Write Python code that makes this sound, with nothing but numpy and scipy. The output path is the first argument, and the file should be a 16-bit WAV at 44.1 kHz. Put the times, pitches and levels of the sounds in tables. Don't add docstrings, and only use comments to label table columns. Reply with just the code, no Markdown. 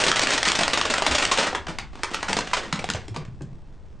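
import sys
import numpy as np
from scipy import signal
from scipy.fft import rfft, irfft
from scipy.io import wavfile
from scipy.ndimage import uniform_filter1d

SR = 44100
rng = np.random.default_rng(int(sys.argv[2]) if len(sys.argv) > 2 else 0)


def persist_wave(psi):
    counts = np.round(np.clip(psi, -1, 1) * 32767).astype(np.int16)
    wavfile.write(sys.argv[1], SR, np.atleast_2d(counts).T)


N = 4 * SR
IMPACT_RISE_S = 0.0004


def amp(db):
    return 10 ** (np.asarray(db) / 20)


def unit(x):
    return x / np.sqrt(np.mean(x ** 2) + 1e-20)


def curve_at(points, hz):
    point_hz, value = np.transpose(points)
    return np.interp(np.log(hz + 1), np.log(point_hz + 1), value)


def add(mix, start_s, sound):
    part = mix[max(round(start_s * SR), 0):][:len(sound)]
    part += sound[:len(part)]


def freqs(size):
    return np.fft.rfftfreq(size, 1 / SR)


def minimum_phase(db):
    log_gain = np.log(amp(db))
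    mirrored = np.r_[log_gain, log_gain[-2:0:-1]]
    return np.exp(np.conj(signal.hilbert(mirrored)))[:len(db)]


# frequency in Hz, relative spectral density of the background in dB.
BACKGROUND_SPECTRUM = [(10, -5.5), (25, -6), (47, -13), (70, -10), (110, -17), (320, -29), (1000, -39),
                       (3200, -63.5), (7500, -65), (9500, -68.5), (10200, -95)]
def background(mid_db=-42.5, side_db=-3.5, side_cutoff_hz=45.3):
    hz = freqs(N)
    mid, side = rfft(rng.standard_normal((2, N))) * amp(curve_at(BACKGROUND_SPECTRUM, hz))
    side = amp(side_db) * unit(irfft(side / np.sqrt(1 + (hz / side_cutoff_hz) ** 2)))
    return amp(mid_db) * (unit(irfft(mid)) + np.array([side, -side]))


# frequency in Hz, reverberation time (a fall of 60 dB) in seconds.
ROOM_DECAY = [(120, 0.75), (400, 0.32), (1200, 0.31), (3000, 0.25), (9300, 0.16), (10200, 0.065)]
def room_tail(first_echo_s=0.0029, build_s=0.0048, clump_db=2):
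    clumps = unit(uniform_filter1d(rng.standard_normal(SR // 2), SR // 600))
    echoes = rng.standard_normal(len(clumps)) * amp(clump_db * np.clip(clumps, -2, 2))
    hz, t, spectra = signal.stft(echoes, SR, nperseg=256)
    decay = amp(-60 * t / curve_at(ROOM_DECAY, hz)[:, None])
    tail = signal.istft(spectra * decay, SR, nperseg=256)[1]
    tail *= np.clip((np.arange(len(tail)) / SR - first_echo_s) / build_s, 0, 1)
    return tail / np.linalg.norm(tail)


# start in seconds, relative energy in dB, pitch in Hz, the knock's 60 dB decay in seconds.
FLOOR_THUDS = [(1.088, -16, 69.7, 0.24), (1.685, -20.5, 167.3, 0.14), (1.81, -30, 145, 0.25),
               (2.29, -17.5, 196, 0.22), (2.345, -21, 160, 0.25), (2.729, -12, 171, .08),
               (2.888, -18, 205, 0.13), (2.945, -15.5, 100.4, 0.16), (3.099, -16.5, 108, 0.26),
               (3.172, -16, 151.6, 0.27), (3.262, -18, 125, 0.3), (3.408, -25, 305, 0.07),
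               (3.412, -17, 142, 0.22), (3.52, -28, 159, 0.17)]
def floor_thuds(rise_s=0.003, boom_db=-2, boom_octaves=0.66, boom_t60_s=0.45, size=32768):
    out, t, hz = np.zeros(N), np.arange(size) / SR, freqs(size) + 1
    rise = 1 - np.exp(-t / rise_s)
    energy_scale = np.sqrt(SR / 1000 / size)
    for start_s, energy_db, pitch_hz, t60_s in FLOOR_THUDS:
        knock = unit(np.sin(2 * np.pi * pitch_hz * t) * rise * amp(-60 * t / t60_s))
        band = np.exp(-(np.log2(hz / pitch_hz) / boom_octaves) ** 2)
        resonances = irfft(rfft(rng.standard_normal(size)) * band)
        boom = unit(resonances * rise * amp(-60 * t / boom_t60_s))
        add(out, start_s, amp(energy_db) * energy_scale * unit(knock + amp(boom_db) * boom))
    return out


# frequency in Hz, relative gain in dB of a tile striking tile and floor.
TILE_SPECTRUM = [(60, -14.5), (150, -8.5), (300, -1.5), (600, 0), (1000, 1), (2000, -0.5), (3200, -3),
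                 (4500, -6), (6500, -9.5), (8500, -14), (9500, -20.5), (10000, -41), (12000, -56)]
def tile_colour(hz, bass_db=0, treble_db=0, bass_hz=650, treble_hz=2222):
    bass = bass_db / (1 + (hz / bass_hz) ** 4)
    treble = treble_db * hz ** 4 / (hz ** 4 + treble_hz ** 4)
    return curve_at(TILE_SPECTRUM, hz) + bass + treble


def contact_strengths(size, spread_db):
    return amp(spread_db * np.minimum(rng.exponential(1, size), 4))


# time in seconds, level of the patter in dB.
PATTER_LEVELS = [(0, -34.5), (1.42, -34.3), (1.52, -50), (1.64, -57), (1.91, -62), (1.98, -53),
                 (2.12, -43.5), (2.4, -44.5), (2.5, -43.5), (2.7, -49), (2.93, -47), (3.05, -58),
                 (3.299, -67.5), (3.6, -68)]
def patter(ticks_per_s=1100, top_hz=9100, reverb_db=-4.5):
    impulses = (rng.random(N) < ticks_per_s / SR) * rng.choice([-1., 1.], N)
    impulses *= contact_strengths(N, spread_db=3.4)
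    ticks = unit(irfft(rfft(impulses) * minimum_phase(tile_colour(freqs(N)))))
    ticks = signal.sosfilt(signal.butter(10, top_hz, fs=SR, output="sos"), ticks)
    ticks *= amp(np.interp(np.arange(N) / SR, *np.transpose(PATTER_LEVELS)))
    return ticks + amp(reverb_db) * signal.fftconvolve(ticks, room_tail())[:N]


# start in seconds, level in dB before the rise and decay.
FIZZ_BURSTS = [(0.065, -44), (0.194, -44), (0.734, -40), (1.065, -35), (1.785, -47), (2.034, -46),
               (2.144, -40), (2.9, -45)]
def high_fizz(centre_hz=10600, width_hz=1000, t60_s=0.035, size=4096):
    out, t = np.zeros(N), np.arange(size) / SR
    band = np.exp(-((freqs(size) - centre_hz) / width_hz) ** 2)
    envelope = (1 - np.exp(-t / IMPACT_RISE_S)) * amp(-60 * t / t60_s)
    for start_s, level_db in FIZZ_BURSTS:
        fizz = unit(irfft(rfft(rng.standard_normal(size)) * band))
        add(out, start_s, amp(level_db) * fizz * envelope)
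    return out


def clack(energy_db, rattle_s, bass_db, treble_db, note_hz=None, note_db=None, size=8192):
    contacts_per_s, base_note_t60_s, trim_db = 8000, 0.029, -1
    t, hz = np.arange(size) / SR, freqs(size) + 1
    contacts = rng.choice([-1., 1.], size) * (rng.random(size) < contacts_per_s / SR)
    contacts += 0.061 * rng.standard_normal(size)
    contacts *= contact_strengths(size, spread_db=2.5)
    rise = 1 - np.exp(-t / (IMPACT_RISE_S + 0.074 * rattle_s))
    force = contacts * rise * np.exp(-t / (2 * rattle_s))
    colour_db = tile_colour(hz, bass_db, treble_db)
    rattle = irfft(rfft(force) * minimum_phase(colour_db))
    breadth = np.sum(amp(colour_db) ** 2) / np.sum((hz > 700) & (hz < 2500))
    note = np.zeros(size)
    if note_hz:
        decay_s = base_note_t60_s / np.log(1000) + rattle_s
        note = amp(note_db) * unit(np.sin(2 * np.pi * note_hz * t) * rise * np.exp(-t / decay_s))
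    energy_scale = np.sqrt(SR / 1000 / size)
    return amp(trim_db + energy_db) * energy_scale * np.array([np.sqrt(breadth) * unit(rattle), note])


# start in seconds, relative energy in dB, time constant of the rattle's energy in seconds,
# bass and treble shelves in dB and, for a clack with a note, its pitch in Hz and relative energy in dB.
DOMINO_IMPACTS = [(0.0006, -15, 0.0076, 5.5, 5), (0.0122, -13.5, 0.0054, 0.5, 1),
                  (0.0368, -12.5, 0.0059, 0.5, 3.5, 2750, -4.5), (0.0651, -12, 0.0047, 6.5, 2),
                  (0.0807, -12, 0.0072, -1.5, 5.5), (0.1155, -9, 0.0011, -12, 0),
                  (0.1583, -19, 0.0038, 5, 9), (0.166, -12.5, 0.0078, -6.5, -0.5, 1990, -3),
                  (0.1935, -14.5, 0.0018, -2, 5, 1860, -6), (0.215, -14, 0.0092, 1, 5),
                  (0.2322, -16.5, 0.0035, 9, 5.5), (0.2708, -10, 0.0012, -17, -3, 2780, -7.5),
                  (0.285, -15, 0.015, 1, 3), (0.3048, -14.5, 0.003, 2, 3, 2105, -6),
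                  (0.317, -15, 0.013, 3, 4.5), (0.3326, -13, 0.011, 2, 3),
                  (0.3775, -15, 0.003, -4, 3.5, 1926, -5), (0.4295, -13, 0.0016, -2.5, 3.5),
                  (0.452, -9.5, 0.01, -11, 0, 1814, -5.5), (0.472, -13, 0.004, 2, 1.5),
                  (0.48, -18, 0.0012, -5, 5), (0.4855, -20.5, 0.0014, -10, 12.5),
                  (0.499, -21, 0.0022, -20, 5, 2450, -8), (0.518, -18.5, 0.0008, -14, 10),
                  (0.5522, -17.5, 0.0041, 5, 7.5), (0.5884, -12, 0.0032, 2.5, 1.5),
                  (0.6083, -13, 0.0085, -1.5, 1.5, 676, -0.5), (0.6324, -12.5, 0.002, -18, 2.5),
                  (0.6796, -15.5, 0.0011, -2, 5), (0.7326, -9.5, 0.0041, -2, 1, 1200, -4),
                  (0.7734, -12, 0.0045, 0, 1, 603, -3), (0.8128, -12.5, 0.0011, -6, 0.5, 1137, -4),
                  (0.852, -14.5, 0.0044, 5.5, 0, 1110, -8), (0.8992, -13.5, 0.0074, 3.5, 4.5, 618, 0.5),
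                  (0.9382, -11.5, 0.0022, -5.5, 0.5, 1916, -6), (0.981, -14, 0.0013, 3, 0.5),
                  (1.0213, -13.5, 0.0022, 5, 0.5, 997, -5.5), (1.0641, -10, 0.0048, 4.5, 1.5, 880, -5),
                  (1.1102, -11, 0.013, 1, 1.5), (1.1488, -13, 0.0045, -5, 5.5, 598, 0.5),
                  (1.1818, -15.5, 0.0033, 5, 6.5, 2520, -6), (1.195, -13.5, 0.023, 0.5, 0.5),
                  (1.2227, -13.5, 0.0064, -1, 3.5), (1.2514, -18, 0.0011, -5, 9.5, 2100, -8),
                  (1.3141, -10.5, 0.0085, -1, 5, 1077, -2), (1.3726, -13.5, 0.0065, 3, 2),
                  (1.3836, -10.5, 0.014, 5, 2.5, 555, -5.5), (1.426, -11, 0.0092, 0, -2.5),
                  (1.4663, -12, 0.0086, -1.5, -3, 1905, -6), (1.5291, -21.5, 0.0023, 5, -7, 754, 1.5),
                  (1.548, -10.5, 0.0044, -6.5, -6.5), (1.6682, -22, 0.0017, -3, -6, 740, -5),
                  (1.6819, -21, 0.012, 6, -2), (1.7852, -17, 0.002, -15, -4),
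                  (1.7935, -24.5, 0.006, -12, -7), (1.931, -35, 0.003, 4, -11), (1.9542, -32, 0.002, 7, -4),
                  (1.992, -32, 0.005, 6, -12), (2.0334, -15.5, 0.0011, 0.5, 2, 908, -3),
                  (2.0428, -24, 0.0025, -11, -1, 927, 6), (2.1134, -29, 0.006, 14, -3),
                  (2.1344, -30, 0.01, 3, 9.5, 1910, -2), (2.1441, -14, 0.002, -7, -1.5, 880, -8),
                  (2.2282, -13.5, 0.0027, -4.5, -7.5, 1464, -5.5),
                  (2.2828, -17, 0.0045, -8, -0.5, 1430, -2.5), (2.2929, -17.5, 0.0097, 9.5, 0, 844, -2),
                  (2.3294, -15, 0.0019, -4, 3.5, 887, 0.5), (2.3664, -14.5, 0.0052, 7.5, 1.5, 1220, -4.5),
                  (2.3877, -18, 0.0018, -1, 3, 980, 2.5), (2.406, -23, 0.0015, 0, 2),
                  (2.4728, -24.5, 0.002, 0, -1), (2.5125, -28, 0.002, 0, -2),
                  (2.5322, -9.5, 0.007, -8, -1, 993, 0), (2.5669, -14.5, 0.009, 1, -1),
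                  (2.63, -26, 0.016, 12, -1.5, 1865, -2), (2.726, -14, 0.0024, -5, 0.5),
                  (2.759, -27, 0.002, 0, 0), (2.7909, -22.5, 0.0037, 3.5, -1, 2330, -1),
                  (2.8416, -23, 0.0013, 6, 0, 738, 4.5), (2.8891, -18.5, 0.00096, 1, -4.5, 1750, -4),
                  (2.9006, -21.5, 0.00097, -3, 8.5, 1440, 1), (2.9359, -32, 0.0011, 4, 11.5),
                  (2.946, -22, 0.0073, 6.5, -2.5, 612, -4), (3.0809, -41, 0.0015, 24, 9, 880, -5),
                  (3.143, -33.5, 0.0076, 6, -1, 936, 1), (3.1615, -23, 0.0036, 10, -3, 940, 0),
                  (3.215, -35.5, 0.006, -2, -12), (3.2502, -37, 0.0018, -2, -4),
                  (3.4078, -34, 0.0018, 9, -20), (3.4195, -54, 0.0016, 2, 17.5),
                  (3.5303, -50, 0.0015, 17.5, -5)]
def domino_chain(reverb_db=-7.1):
    out = np.zeros(N)
    for start_s, *impact in DOMINO_IMPACTS:
        rattle, note = clack(*impact)
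        add(out, start_s, rattle + note)
        add(out, start_s, amp(reverb_db) * signal.fftconvolve(rattle, room_tail()))
    return out


def scene():
    return domino_chain() + high_fizz() + patter() + floor_thuds() + background()


def record(dry):
    lowpass = signal.firwin(511, 12000, window=("kaiser", 9), fs=SR)
    return signal.oaconvolve(dry, lowpass[None], "same")


dry = scene()
out = record(dry)
persist_wave(out)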